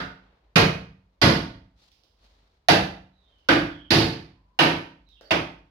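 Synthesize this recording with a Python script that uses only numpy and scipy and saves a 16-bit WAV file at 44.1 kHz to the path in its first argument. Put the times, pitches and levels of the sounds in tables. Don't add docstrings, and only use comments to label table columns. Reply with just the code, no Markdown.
import sys
import numpy as np
from scipy import signal
from scipy.fft import rfft, irfft
from scipy.io import wavfile
from scipy.ndimage import uniform_filter1d

SR = 44100
rng = np.random.default_rng(int(sys.argv[2]) if len(sys.argv) > 2 else 0)


def generate_wav(signal):
    frames = np.transpose(np.atleast_2d(signal))
    scaled = np.clip(frames, -1, 1) * 32767
    pcm = np.round(scaled).astype(np.int16)
    wavfile.write(sys.argv[1], SR, pcm)


N = 251370
RING = 2 ** 15

# f/Hz, correlation (capped at 1 in use)
LIKENESS = [(70, 1.4), (140, 1), (290, 1), (640, 0.23), (1400, -0.11), (3000, 0)]
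# f/Hz, time constant/s
SWELL = [(80, 0.034), (300, 0.032), (800, 0.0078), (3000, 0.00042), (10000, 0.0011)]


def amp(db):
    return 10 ** (np.asarray(db) / 20)


def unit_rms(x):
    return x / np.sqrt(np.mean(x ** 2) + 1e-20)


def curve(points, hz):
    f, value = np.transpose(points)
    return np.interp(np.log(hz + 1), np.log(f + 1), value)


def bump(hz, centre, octaves):
    return np.exp(-.5 * (np.log2((hz + 1) / centre) / octaves) ** 2)


def peak(hz, centre, octaves):
    return 1 / (1 + (np.log2((hz + 1) / centre) / octaves) ** 2)


def shelf(hz, corner_hz):
    return 1 - 1 / (1 + (hz / corner_hz) ** 4)


def highpass(x, hz, order=1):
    return signal.sosfilt(signal.butter(order, hz, "high", fs=SR, output="sos"), x)


def colour(x, db_at, size=4096):
    log_gain = np.log(amp(db_at(abs(np.fft.fftfreq(size, 1 / SR)))))
    taps = np.fft.ifft(np.exp(np.conj(signal.hilbert(log_gain)))).real
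    return signal.fftconvolve(x, taps[None], axes=1)[:, :x.shape[1]]


def add(mix, start_s, sound):
    start = round(start_s * SR)
    sound = sound[:, max(-start, 0):]
    part = mix[:, max(start, 0):][:, :sound.shape[1]]
    part += sound[:, :part.shape[1]]


def jitter(size, span):
    return unit_rms(uniform_filter1d(rng.standard_normal(size), size=span))


def correlation(hz):
    return np.clip(curve(LIKENESS, hz), -1, 1)


def diffuse(size):
    left, other = rfft(rng.standard_normal((2, size)))
    same = correlation(np.fft.rfftfreq(size, 1 / SR))
    return irfft([left, same * left + np.sqrt(1 - same ** 2) * other], size)


def room_tone(air_db=-70, hum_hz=48.8, hum_db=-68, waver=0.73):
    # f/Hz, level/dB
    air_spectrum = [(20, -29.5), (33, -25.5), (55, -0.5), (100, -12), (200, -21.5), (500, -21.5),
                    (1000, -24), (2000, -34), (5000, -43.5), (8000, -53), (16000, -55.5)]
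    t = np.arange(N) / SR
    drift_hz = rng.uniform(0.76, 1.8, size=12)
    drift = unit_rms(sum(np.sin(2 * np.pi * (f * t + rng.random())) for f in drift_hz))
    hum = unit_rms(np.sin(2 * np.pi * hum_hz * t) * (1 + waver * drift))
    air = unit_rms(colour(diffuse(N), lambda hz: curve(air_spectrum, hz)))
    return amp(air_db) * air + amp(hum_db) * hum


def fabric(size, rub_db, grain_db=1.5, rub_below_hz=2400):
    # f/Hz, level/dB
    cloth_spectrum = [(200, -3.5), (700, -2.5), (1500, -8), (2600, -7), (4200, -1.5), (6500, -14),
                      (8000, -23), (15000, -29.5)]
    catches = jitter(size, span=500)
    hiss = unit_rms(colour(diffuse(size), lambda hz: curve(cloth_spectrum, hz)))
    body = signal.sosfiltfilt(signal.butter(2, rub_below_hz, fs=SR, output="sos"), hiss)
    return (hiss + (amp(rub_db) - 1) * body) * amp(grain_db * catches)


def clothes(stir_db=-84.5, fastest_share=0.37):
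    # t/s, length/s, level/dB, rubbing below the treble/dB
    swishes = [(-.15, 0.78, -80.5, 22), (1.749, 0.21, -60.5, -4), (2.159, 0.24, -64.5, 1.5),
               (2.221, 0.45, -70.5, 5.5), (2.997, 0.85, -78, 9.5)]
    t = np.arange(RING) / SR
    out = amp(stir_db) * fabric(N, rub_db=6)
    for start, length, db, rub_db in swishes:
        speed = np.interp(t / length, [0, fastest_share, 1], [0, 1, 0])
        add(out, start, amp(db) * speed * fabric(RING, rub_db))
    return out


def squeak(length, start_hz, end_hz, db, room_t60=0.53, direct=0.33, roughness=0.035):
    t = np.arange(RING) / SR
    along = np.clip(t / length, 0, 1)
    hz = (start_hz + (end_hz - start_hz) * along) * (1 + roughness * jitter(RING, span=100))
    whistle = np.sin(2 * np.pi * np.cumsum(hz) / SR) * np.sqrt(abs(np.sin(np.pi * along)))
    room = diffuse(RING) * amp(-60 * t / room_t60)
    echoes = signal.fftconvolve(whistle[None], room / np.linalg.norm(room[0]), axes=1)[:, :RING]
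    return amp(db) * (direct * whistle + echoes)


def tick(db, body_db, t60=0.0038, room_db=-14, room_t60=0.73):
    # f/Hz, level/dB
    edge_spectrum = [(300, -32), (1500, -13.5), (3000, -1.5), (5200, -1), (7500, -22.5), (15000, -23)]
    body_spectrum = [(100, -11.5), (600, 14), (1000, -2.5), (1600, 5.5), (3000, -9.5), (8000, -37)]
    t = np.arange(RING) / SR
    knock = diffuse(RING) * (amp(-60 * t / t60) + amp(room_db - 60 * t / room_t60))
    edge = colour(knock, lambda hz: curve(edge_spectrum, hz))
    body = colour(knock, lambda hz: curve(body_spectrum, hz) + body_db)
    return amp(db) * (edge + body)


def ring_out(t, swell, hold, t60):
    return (1 - np.exp(-t / swell)) * amp(-60 * (np.hypot(t, hold) - hold) / t60)


def carcass(t, hold, uneven_db=3.5, wander=0.0038):
    # f/Hz, level/dB, t60/s
    modes = [(54, -38.5, 0.79), (81.7, -35, 0.41), (104.33, -22, 0.32), (136, -27, 0.18), (158.7, -20, .45),
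             (187.2, -27, 0.6), (226.4, -28, 0.4), (266.9, -27.5, .53), (294.5, -29.5, 0.5),
             (326.1, -22.5, 0.41), (341.6, -27, 0.41), (370, -33, .43), (453.3, -26.5, 0.41),
             (552, -30, 0.41), (661.6, -35.5, 0.49), (718.4, -29.5, .42), (816, -33.5, 0.11),
             (901, -31, 0.47), (976, -38.5, .42), (1478, -33, 0.38), (2454, -35.5, 0.44)]
    out = np.zeros((2, RING))
    for hz, db, t60 in modes:
        right_phase = np.arccos(correlation(hz)) * rng.choice([-1, 1])
        phase = 2 * np.pi * rng.random() + np.array([[0], [right_phase]])
        pitch = hz * (1 + wander * jitter(RING, span=900))
        level = amp(db + uneven_db * rng.standard_normal())
        envelope = ring_out(t, curve(SWELL, hz), hold, t60)
        out += level * np.sin(2 * np.pi * np.cumsum(pitch) / SR + phase) * envelope
    return out


def boards(t, hold, db=-1.5, bands=10):
    # f/Hz, t60/s
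    decay = [(70, 0.65), (250, 0.36), (700, 0.41), (2000, 0.42), (4500, 0.38), (7000, 0.36), (14000, 0.34)]
    field, hz = rfft(diffuse(RING)), np.fft.rfftfreq(RING, 1 / SR)
    centres_hz = np.geomspace(70, 14000, bands)
    out = np.zeros((2, RING))
    for centre, one_band in zip(centres_hz, np.eye(bands)):
        band = irfft(field * curve(np.c_[centres_hz, one_band], hz), RING)
        out += band * ring_out(t, curve(SWELL, centre), hold, curve(decay, centre))
    return amp(db) * out


def chatter(t, hold, per_s=130, db=-7.5, t60=0.011, size=1024):
    contacts = (rng.random(RING) < per_s / SR) * rng.uniform(0.48, 1, RING)
    contacts *= ring_out(t, swell=0.004, hold=hold, t60=0.2)
    slap = highpass(rng.standard_normal((2, size)) * amp(-60 * t[:size] / t60), hz=900)
    return amp(db) * signal.fftconvolve(contacts[None], slap, axes=1)[:, :RING]


def panel_response(ripple_db=2.6, spacing_hz=80):
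    grid_hz = np.arange(0, SR / 2, spacing_hz)
    heights = ripple_db * rng.standard_normal(len(grid_hz)) * np.clip(grid_hz / 800, 0, 1)
    return lambda hz: np.interp(hz, grid_hz, heights)


def ping(t, hz, db=-9, t60=0.033, swell_s=0.004):
    phase = np.array([[0], [np.arccos(correlation(hz))]])
    envelope = (1 - np.exp(-(t / swell_s) ** 2)) * amp(-60 * t / t60)
    return amp(db) * np.sin(2 * np.pi * hz * t + phase) * envelope


def crack(t, crack_db, click_db, t60=0.031, click_t60=0.0084, size=4096):
    # delay/s, left level/dB, right level/dB
    paths = [(.0005, -13, -7), (.0038, -4.5, 0), (.008, -9.5, -2.5)]
    burst, click = rng.standard_normal((2, size))
    burst = highpass(burst * amp(-60 * t[:size] / t60), hz=550)
    click = highpass(click * amp(-60 * t[:size] / click_t60), hz=4000, order=2)
    out = np.zeros((2, RING))
    add(out, paths[0][0], amp(click_db) * np.array([np.roll(click, 8), click]))
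    for delay, *side_db in paths:
        for side, lag in enumerate(rng.uniform(0, 0.00096, 2)):
            add(out[side:side + 1], delay + lag, amp(crack_db + side_db[side]) * burst[None])
    return out


def blow(strength_db, hold, thud_db, bright_db, click_db, hollow_db, low_hz, low_db, high_hz, high_db,
         hollow_hz=324, tint_share=0.55):
    # f/Hz, level/dB
    wood_spectrum = [(25, -25.5), (60, -5), (150, 4.5), (240, 1.5), (330, -1.5), (700, -3), (1150, -7.5),
                     (1700, -5), (2800, -9), (3600, -10), (4900, -12.5), (6300, -23.5), (7900, -36),
                     (11000, -32), (15500, -45.5)]
    t = np.arange(RING) / SR
    crack_db = 4 - 116.5 * hold
    impact = crack(t, crack_db, click_db)
    impact += amp(low_db) * ping(t, low_hz) + amp(high_db) * ping(t, high_hz)
    panel = panel_response()
    ringing = colour(boards(t, hold) + chatter(t, hold), panel)
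    wood = colour(impact + ringing, lambda hz: curve(wood_spectrum, hz))
    boom = colour(carcass(t, hold), lambda hz: hollow_db * bump(hz, hollow_hz, octaves=0.15))

    def spot_db(hz):
        tone = thud_db * (1 - shelf(hz, corner_hz=240)) + bright_db * shelf(hz, corner_hz=4100)
        tint = low_db * peak(hz, low_hz, octaves=0.41) + high_db * peak(hz, high_hz, octaves=0.17)
        return tone + tint_share * tint

    return amp(strength_db) * colour(wood + boom, spot_db)


def scene():
    # t/s, length/s, start f/Hz, end f/Hz, level/dB
    squeaks = [(3.12, 0.2, 4000, 3570, -67.5), (3.24, 0.22, 3280, 2855, -66.5),
               (3.68, 0.19, 3463, 3026, -50.5), (4.32, 0.28, 1012, 990, -68.5),
               (5.062, 0.094, 3970, 3520, -57.5), (5.115, 0.092, 3484, 2660, -57),
               (5.245, 0.026, 4520, 4440, -48)]
    # t/s, level/dB, low body/dB
    ticks = [(1.917, -39.5, -24), (2.036, -43.5, -11), (3.385, -51, -10), (5.089, -45, -27),
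             (5.211, -37, 2.5)]
    # t/s, level/dB, hold/s, thud/dB, brightness/dB, steel click/dB, hollow boom/dB,
    # then the struck spot's low ring f/Hz, level/dB and high ring f/Hz, level/dB
    blows = [(-.12, -0.5, 0.013, -8, -2, 0, -9, 677, -2, 1420, 22.5),
             (.557, 3, 0.036, 0.5, 0, -8.5, -8, 170, 2.5, 2420, 6.5),
             (1.215, .5, 0.09, 3, .3, -10.5, 1.5, 754, 2, 4730, 8),
             (2.685, 1.5, 0.04, -3.5, 1, 12.5, 1, 698, 10, 1892, 4),
             (3.487, -0.96, 0.048, -1.5, -4, 9, 10, 540, 5.5, 1517, 12),
             (3.905, -1.33, 0.12, 1, 2, -6, 6, 280, 3.5, 4540, 10),
             (4.589, -0.5, 0.075, -7.5, -2, -3.5, 5.5, 790, 3.5, 2870, 13),
             (5.307, -3.5, 0.015, -3.5, -4, -22, 4.5, 655, 6, 2740, 10)]
    # f/Hz, left minus right/dB
    balance = [(100, -1), (400, -2.5), (1100, -1), (1800, -3.5), (2700, -6), (3400, -7.5), (4600, -12.5),
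               (6400, -3.5), (9000, -3.5)]
    events = np.zeros((2, N))
    for table, source in (blows, blow), (ticks, tick), (squeaks, squeak):
        for start, *row in table:
            add(events, start, source(*row))
    events[:1] = colour(events[:1], lambda hz: curve(balance, hz))
    events = colour(events, lambda hz: -10 * np.log10((1 + amp(curve(balance, hz)) ** 2) / 2))
    return events + clothes() + room_tone()


def record(dry, fade_samples=130, top_hz=16200):
    faded = dry * np.sin(np.pi / 2 * np.minimum(np.arange(N) / fade_samples, 1)) ** 2
    rounded = faded / (1 + faded ** 4) ** (1 / 4)
    lowpass = signal.firwin(511, top_hz, window=("kaiser", 9), fs=SR)
    return signal.oaconvolve(rounded, lowpass[None], "same")


dry = scene()
out = record(dry)
generate_wav(out)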